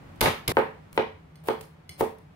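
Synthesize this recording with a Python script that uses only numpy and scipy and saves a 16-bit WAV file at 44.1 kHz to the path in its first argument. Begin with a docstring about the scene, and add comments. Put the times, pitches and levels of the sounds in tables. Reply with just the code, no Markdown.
"""A small, echoing kitchen with a low hum. A palm slaps a cleaver laid flat on garlic: the cloves crack and
squash, and the blade bumps the wooden board. Then the sound of the smashing breaks off at once, echoes and all.
Four slow cuts follow, each a crisp crunch of tiny breaks in the clove, then a hollow knock that sets the board
ringing. Light touches make the steel tick and ring."""
import sys
import numpy as np
from scipy import signal
from scipy.fft import rfft, irfft, next_fast_len
from scipy.io import wavfile

SR = 44100
rng = np.random.default_rng(int(sys.argv[2]) if len(sys.argv) > 2 else 0)


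def bounce(signal):
    """Save signal as a 16-bit WAV file at the path given by the first command-line argument."""
    frames = np.transpose(np.atleast_2d(signal))
    limited = np.clip(frames, -1, 1)
    pcm = np.round(limited * 32767).astype(np.int16)
    wavfile.write(sys.argv[1], SR, pcm)


N = 103635
T = np.arange(N) / SR
SIZE = next_fast_len(N + SR)
HZ = np.maximum(np.arange(SIZE // 2 + 1) * SR / SIZE, 1)

# tone of each sound, from bass to treble: f/Hz, level/dB
AIR_TONE = [(20, -25), (35, -22), (68, -7.5), (125, -12), (165, -11), (210, -17.5), (280, -16.5),
            (410, -23.5), (850, -25), (2300, -34.5), (6000, -50.5), (16000, -58)]
KNOCK_TONE = [(40, -4), (120, 14), (230, 11.5), (420, 28.5), (650, 21), (950, 23), (1400, 10), (2200, 14.5),
              (3500, 15), (6000, 2), (15000, -4.5)]
BITE_TONE = [(200, -38.5), (900, 6), (2000, 9), (3000, 3), (4200, -1.5), (6500, -19.5), (10000, -20),
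             (16000, -24)]
SETTLE_TONE = [(20, -16.5), (60, 4), (170, 11.5), (300, -1.5), (800, -29.5), (3000, -37), (12000, -37)]
CRACK_TONE = [(200, 1.5), (500, -7), (1300, -11.5), (2200, -1.5), (4000, 2), (6800, -5.5), (9000, 0),
              (12000, 3.5), (16000, -7)]
SQUASH_TONE = [(100, -10.5), (400, -7), (900, 7), (1600, -4.5), (3000, -1), (6000, -13.5), (10000, -14),
               (16000, -32)]
THUMP_TONE = [(15, -9), (45, -6), (100, -2), (170, 0), (330, -17.5), (600, -9), (2000, -45.5)]
TICK_TONE = [(200, 3.5), (1000, -6), (2500, -3), (6000, -11.5), (9500, -4), (13000, -8.5), (16000, -7)]
CRUNCH_TONE = [(150, -1), (600, 14.5), (1500, 0), (3000, -1), (6500, -10), (9000, -1), (12000, -1),
               (16000, 0)]
# loudness of the room's hiss over time: t/s, level/dB
AIR_LEVELS = [(0, -48.5), (.45, -47.5), (.85, -52.5), (1.3, -55), (2.35, -55)]
# pitches of the hum: f/Hz, level/dB, width/Hz
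HUM_BANDS = [(91.7, -60, 9), (154.4, -54.5, 13.6)]
# first echoes off the counter and walls, for each ear: delay/s, level/dB
LEFT_ECHOES = [(.0112, -8.5), (.01266, -11), (.013, -3), (.02126, -10), (.02262, -9), (.02611, -7.5)]
RIGHT_ECHOES = [(.00267, -7.5), (.00499, -2), (.00975, -8), (.02012, -5.5), (.0229, -10.5), (.02987, -7.5),
                (.03122, -13.5)]
# the room's lingering sound (a "fade" is the time to drop 60 dB): f/Hz, level/dB, fade/s
REVERB = [(61.1, -13, 0.25), (243, 0, 0.22), (488, -4, 0.32), (988, -2.5, 0.35), (2200, -3.5, 0.37),
          (5030, -3, 0.33), (10000, -5.5, 0.25), (16000, -7.5, 0.346)]
# notes the board rings at: f/Hz, left/dB, right/dB, fade/s
BOARD_NOTES = [(223.7, -33.5, -34, 0.37), (252.4, -31.5, -26, 0.2), (350.4, -41.5, -22.5, .18),
               (395, -32, -16, 0.075), (441, -33.5, -18.5, 0.32), (537.4, -28, -23, 0.27),
               (581, -41.5, -18, 0.02), (698, -40.5, -38.5, .16), (776, -30.5, -28, 0.28),
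               (852.5, -20.5, -17.5, .15), (916, -25.5, -29, 0.27), (1105, -29.5, -43.5, 0.076),
               (1255, -33, -22.5, 0.1), (1522, -37, -44.5, .2)]
# how a knock changes with its place on the board (about -1 to 1): f/Hz, change/dB per unit of place
PLACE_TONE = [(200, 1), (450, 1.5), (535, -1), (650, 1), (1150, -1.5), (1520, -5.5), (2000, -1),
              (3000, 1.5)]
# notes of the blade, damped by the hand: f/Hz, level/dB, fade/s
BLADE_NOTES = [(2110, 2, .06), (2280, -2, .07), (3000, -1, .04), (3380, 0, .045), (4150, 2, .04),
               (4480, 0, .06), (5150, 2, .04), (6290, -4, .06), (8700, 3, .04), (8950, 2, .05),
               (10540, -4, .05), (12070, -4, .05), (13780, -9, .05)]
# the palm slaps the blade: t/s, crack length/s, crack/dB, squash length/s, squash/dB, thump/dB
PALM_SLAPS = [(0.2082, 0.0065, -18, 0.077, -29, -31), (0.4778, 0.0025, -18.5, 0.016, -34, -29)]
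# the blade's flat side or edge hits the board: t/s, level/dB, brightness/Hz, bite/dB, place
FLAT_BUMPS = [(0.2135, -8.5, 1740, -23, -0.81), (0.2275, -6.5, 1650, -31, -1.2),
              (0.2585, -5, 3000, -11.5, -0.86), (0.4845, -9.5, 450, -29.5, 0.54),
              (0.5165, -13, 1200, -33, -0.46)]
EDGE_CHOPS = [(0.5692, 2.5, 2200, -28.5, -1.1), (0.9763, -1.5, 2240, -24, -0.14),
              (1.4853, -5, 1820, -27.5, 0.75), (2.0078, -3, 1750, -28.5, 1)]
# the edge crunches through a clove: t/s, length/s, final level/dB
CLOVE_CUTS = [(0.522, 0.07, -43), (0.923, 0.049, -45), (1.436, 0.049, -37), (1.579, 0.04, -48.5),
              (1.98, 0.025, -33)]
# light touches of the steel: t/s, tick/dB, ring/dB
STEEL_TOUCHES = [(.160, -60, -80), (.9285, -51, -72), (1.356, -66, -61), (1.610, -37, -60),
                 (1.8925, -44, -45), (2.009, -33, -58), (2.1845, -56, -78)]


def amp(db):
    """Turn decibels into a gain."""
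    return 10 ** (np.asarray(db) / 20)


def unit_level(x):
    """Scale a sound to an average (rms) level of 1."""
    return x / np.sqrt(np.mean(x ** 2) + 1e-20)


def at_hz(points, hz, column=1):
    """Read a table at any pitch, gliding between its rows."""
    table = np.array(points)
    return np.interp(np.log(hz), np.log(table[:, 0]), table[:, column])


def filtered(x, response):
    """Give each frequency its own gain and delay."""
    return irfft(rfft(x, SIZE) * response, SIZE)[..., :N]


def colour(x, tone):
    """Give a sound a tone without smearing it back in time (a minimum-phase filter)."""
    cepstrum = irfft(np.log(amp(at_hz(tone, HZ))), SIZE)
    fold = 1 + np.sign(SIZE / 2 - np.arange(SIZE))
    fold[0] = 1
    return filtered(x, np.exp(rfft(cepstrum * fold)))


def click(s):
    """A click of height 1 at s seconds."""
    return 1.0 * (np.arange(N) == int(s * SR))


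def ring(x, hz, fade_s):
    """Each push in x starts a fading note."""
    r, w = amp(-60 / (fade_s * SR)), 2 * np.pi * hz / SR
    return signal.lfilter([0, np.sin(w)], [1, -2 * r * np.cos(w), r * r], x + 1e-18)


def burst(s, hold_s, fade_s):
    """A loudness shape: start suddenly, hold, then fade."""
    return (T >= s) * amp(-60 * np.maximum(T - s - hold_s, 0) / fade_s)


def grains(tone, per_s=7600, spread_db=5.5):
    """A crackle of tiny breaks of uneven size, partly different in each ear."""
    sizes = amp(spread_db * np.minimum(rng.exponential(1, N), 4))
    breaks = rng.random(N) < per_s / SR
    ears = rng.choice([-1, 1], (2, N)) + 0.36 * rng.choice([-1, 1], N)
    return unit_level(colour(sizes * breaks * ears, tone))


def rumble(tone):
    """Smooth noise, the same in both ears."""
    return unit_level(colour(rng.standard_normal(N), tone))


def diffuse_noise(wide_above_hz=300):
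    """Noise from all around: alike in both ears in the bass, unrelated in the treble."""
    mid, side = rng.standard_normal((2, N))
    side = filtered(side, HZ ** 2 / np.hypot(HZ ** 2, wide_above_hz ** 2))
    return np.array([mid + side, mid - side])


def room_noise():
    """Soft air noise with a low, wavering hum."""
    air = unit_level(colour(diffuse_noise(), AIR_TONE)) * amp(np.interp(T, *np.transpose(AIR_LEVELS)))
    hum = sum(amp(db) * unit_level(filtered(rng.standard_normal(N), 1 / (1 + ((HZ - hz) / width) ** 2)))
              for hz, db, width in HUM_BANDS)
    return air + hum


def kitchen(x, wall_cut_hz=850, right_lag_s=.0002, tail_delay_s=.01, tail_build_s=.0042):
    """Sound arrives directly, then as dull echoes, then as a tail that fades band by band."""
    t = T[:int(SR * .7)]
    build = np.clip((t - tail_delay_s) / tail_build_s, 0, 1)
    edges = np.geomspace(40, 18000, 13)
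    tail = 0
    for low, high in zip(edges, edges[1:]):
        hz = np.sqrt(low * high)
        bandpass = signal.butter(2, [low, high], "band", fs=SR, output="sos")
        band = signal.sosfilt(bandpass, diffuse_noise()[:, :len(t)])
        band *= build * amp(-60 * t / at_hz(REVERB, hz, column=2))
        energy = np.sum(band ** 2, axis=1, keepdims=True)
        tail += band * amp(at_hz(REVERB, hz)) * np.sqrt(2 * (high - low) / SR / energy)
    echoes = np.array([sum(amp(db) * click(s) for s, db in ear) for ear in (LEFT_ECHOES, RIGHT_ECHOES)])
    dull_echoes = rfft(echoes, SIZE) / (1 + 1j * HZ / wall_cut_hz)
    direct = np.array([click(0), click(right_lag_s)])
    return filtered(x, rfft(direct, SIZE) + dull_echoes + rfft(tail, SIZE))


def board(blows, smear_hz=(505, 1095), smear_width_hz=804):
    """Each blow knocks on the board, bites into its fibres and sets the wood ringing."""
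    force = 0
    for s, db, bright_hz, _, place in blows:
        soften = signal.butter(4, bright_hz, fs=SR, output="sos")
        push = signal.sosfilt(soften, click(s) + 1e-18)
        force += amp(db) * colour(push, [(hz, place * change) for hz, change in PLACE_TONE])
    knock = colour(force, KNOCK_TONE)
    r = np.exp(-np.pi * smear_width_hz / SR)
    for hz in smear_hz:  # the wood delays these pitches, smearing the knock
        allpass = [1, -2 * r * np.cos(2 * np.pi * hz / SR), r * r]
        knock = signal.lfilter(allpass[::-1], allpass, knock)
    bite_level = sum(amp(db) * burst(s, hold_s=.00067, fade_s=.03) for s, _, _, db, _ in blows)
    wood = sum((-1) ** k * amp([[left], [right]]) * ring(force, hz, fade)
               for k, (hz, left, right, fade) in enumerate(BOARD_NOTES))
    return kitchen(knock + grains(BITE_TONE) * bite_level) + wood


def blade(strikes):
    """The steel rings after each strike: t/s, level/dB."""
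    force = sum(amp(db) * click(s) for s, db in strikes)
    return sum(amp(db) * rng.choice([-1, 1], (2, 1)) * ring(force, hz, fade)
               for hz, db, fade in BLADE_NOTES)


def smashing(stop_s=.5219, ring_offset_db=-10, palm_cut_hz=5570):
    """The palm cracks and squashes the cloves under the blade with a low thump; then the whole sound, echoes
    included, breaks off at once."""
    crack_level = squash_level = thump_level = 0
    for s, crack_s, crack_db, squash_s, squash_db, thump_db in PALM_SLAPS:
        crack_level += amp(crack_db) * burst(s, crack_s, fade_s=.015)
        squash_level += amp(squash_db) * burst(s, squash_s, fade_s=.027)
        thump_level += amp(thump_db) * burst(s, squash_s, fade_s=.22)
    garlic = grains(CRACK_TONE) * crack_level + grains(SQUASH_TONE) * squash_level
    thump = rumble(THUMP_TONE) * thump_level
    steel = blade([(s, db + ring_offset_db) for s, _, db, *_ in PALM_SLAPS])
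    steel = filtered(steel, 1 / (1 + 1j * HZ / palm_cut_hz) ** 2)  # a soft palm dulls the ring
    # the blade is first settled on the cloves
    settle = amp(-58.5) * rumble(SETTLE_TONE) * burst(.017, hold_s=.3, fade_s=.22)
    smash = kitchen(garlic + steel) + thump + settle + board(FLAT_BUMPS)
    return smash * burst(0, stop_s, fade_s=.0024)


def chopping(swell_db=22.5):
    """The crunch swells as the edge sinks in, and the board knocks; light touches tick the steel."""
    pressure = 0
    for s, length, db in CLOVE_CUTS:
        left_to_cut = np.clip(1 - (T - s) / length, 0, 1)
        pressure += amp(db - swell_db * left_to_cut) * burst(s, length, fade_s=.025)
    tick_level = sum(amp(db) * burst(s, hold_s=.0044, fade_s=.0079) for s, db, _ in STEEL_TOUCHES)
    ticks = grains(TICK_TONE) * tick_level
    steel = blade([(s, db) for s, _, db in STEEL_TOUCHES])
    crunch = grains(CRUNCH_TONE) * pressure
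    return kitchen(crunch + ticks + steel) + board(EDGE_CHOPS)


def scene():
    """Smashing, then chopping, over the room noise."""
    return smashing() + chopping() + room_noise()


def record(dry, ceiling=.55, cutoff_hz=15750):
    """Round off the loudest peaks and cut the highest treble."""
    lowpass = signal.ellip(10, .2, 80, cutoff_hz, fs=SR, output="sos")
    return signal.sosfilt(lowpass, ceiling * np.tanh(dry / ceiling))


dry = scene()
out = record(dry)
bounce(out)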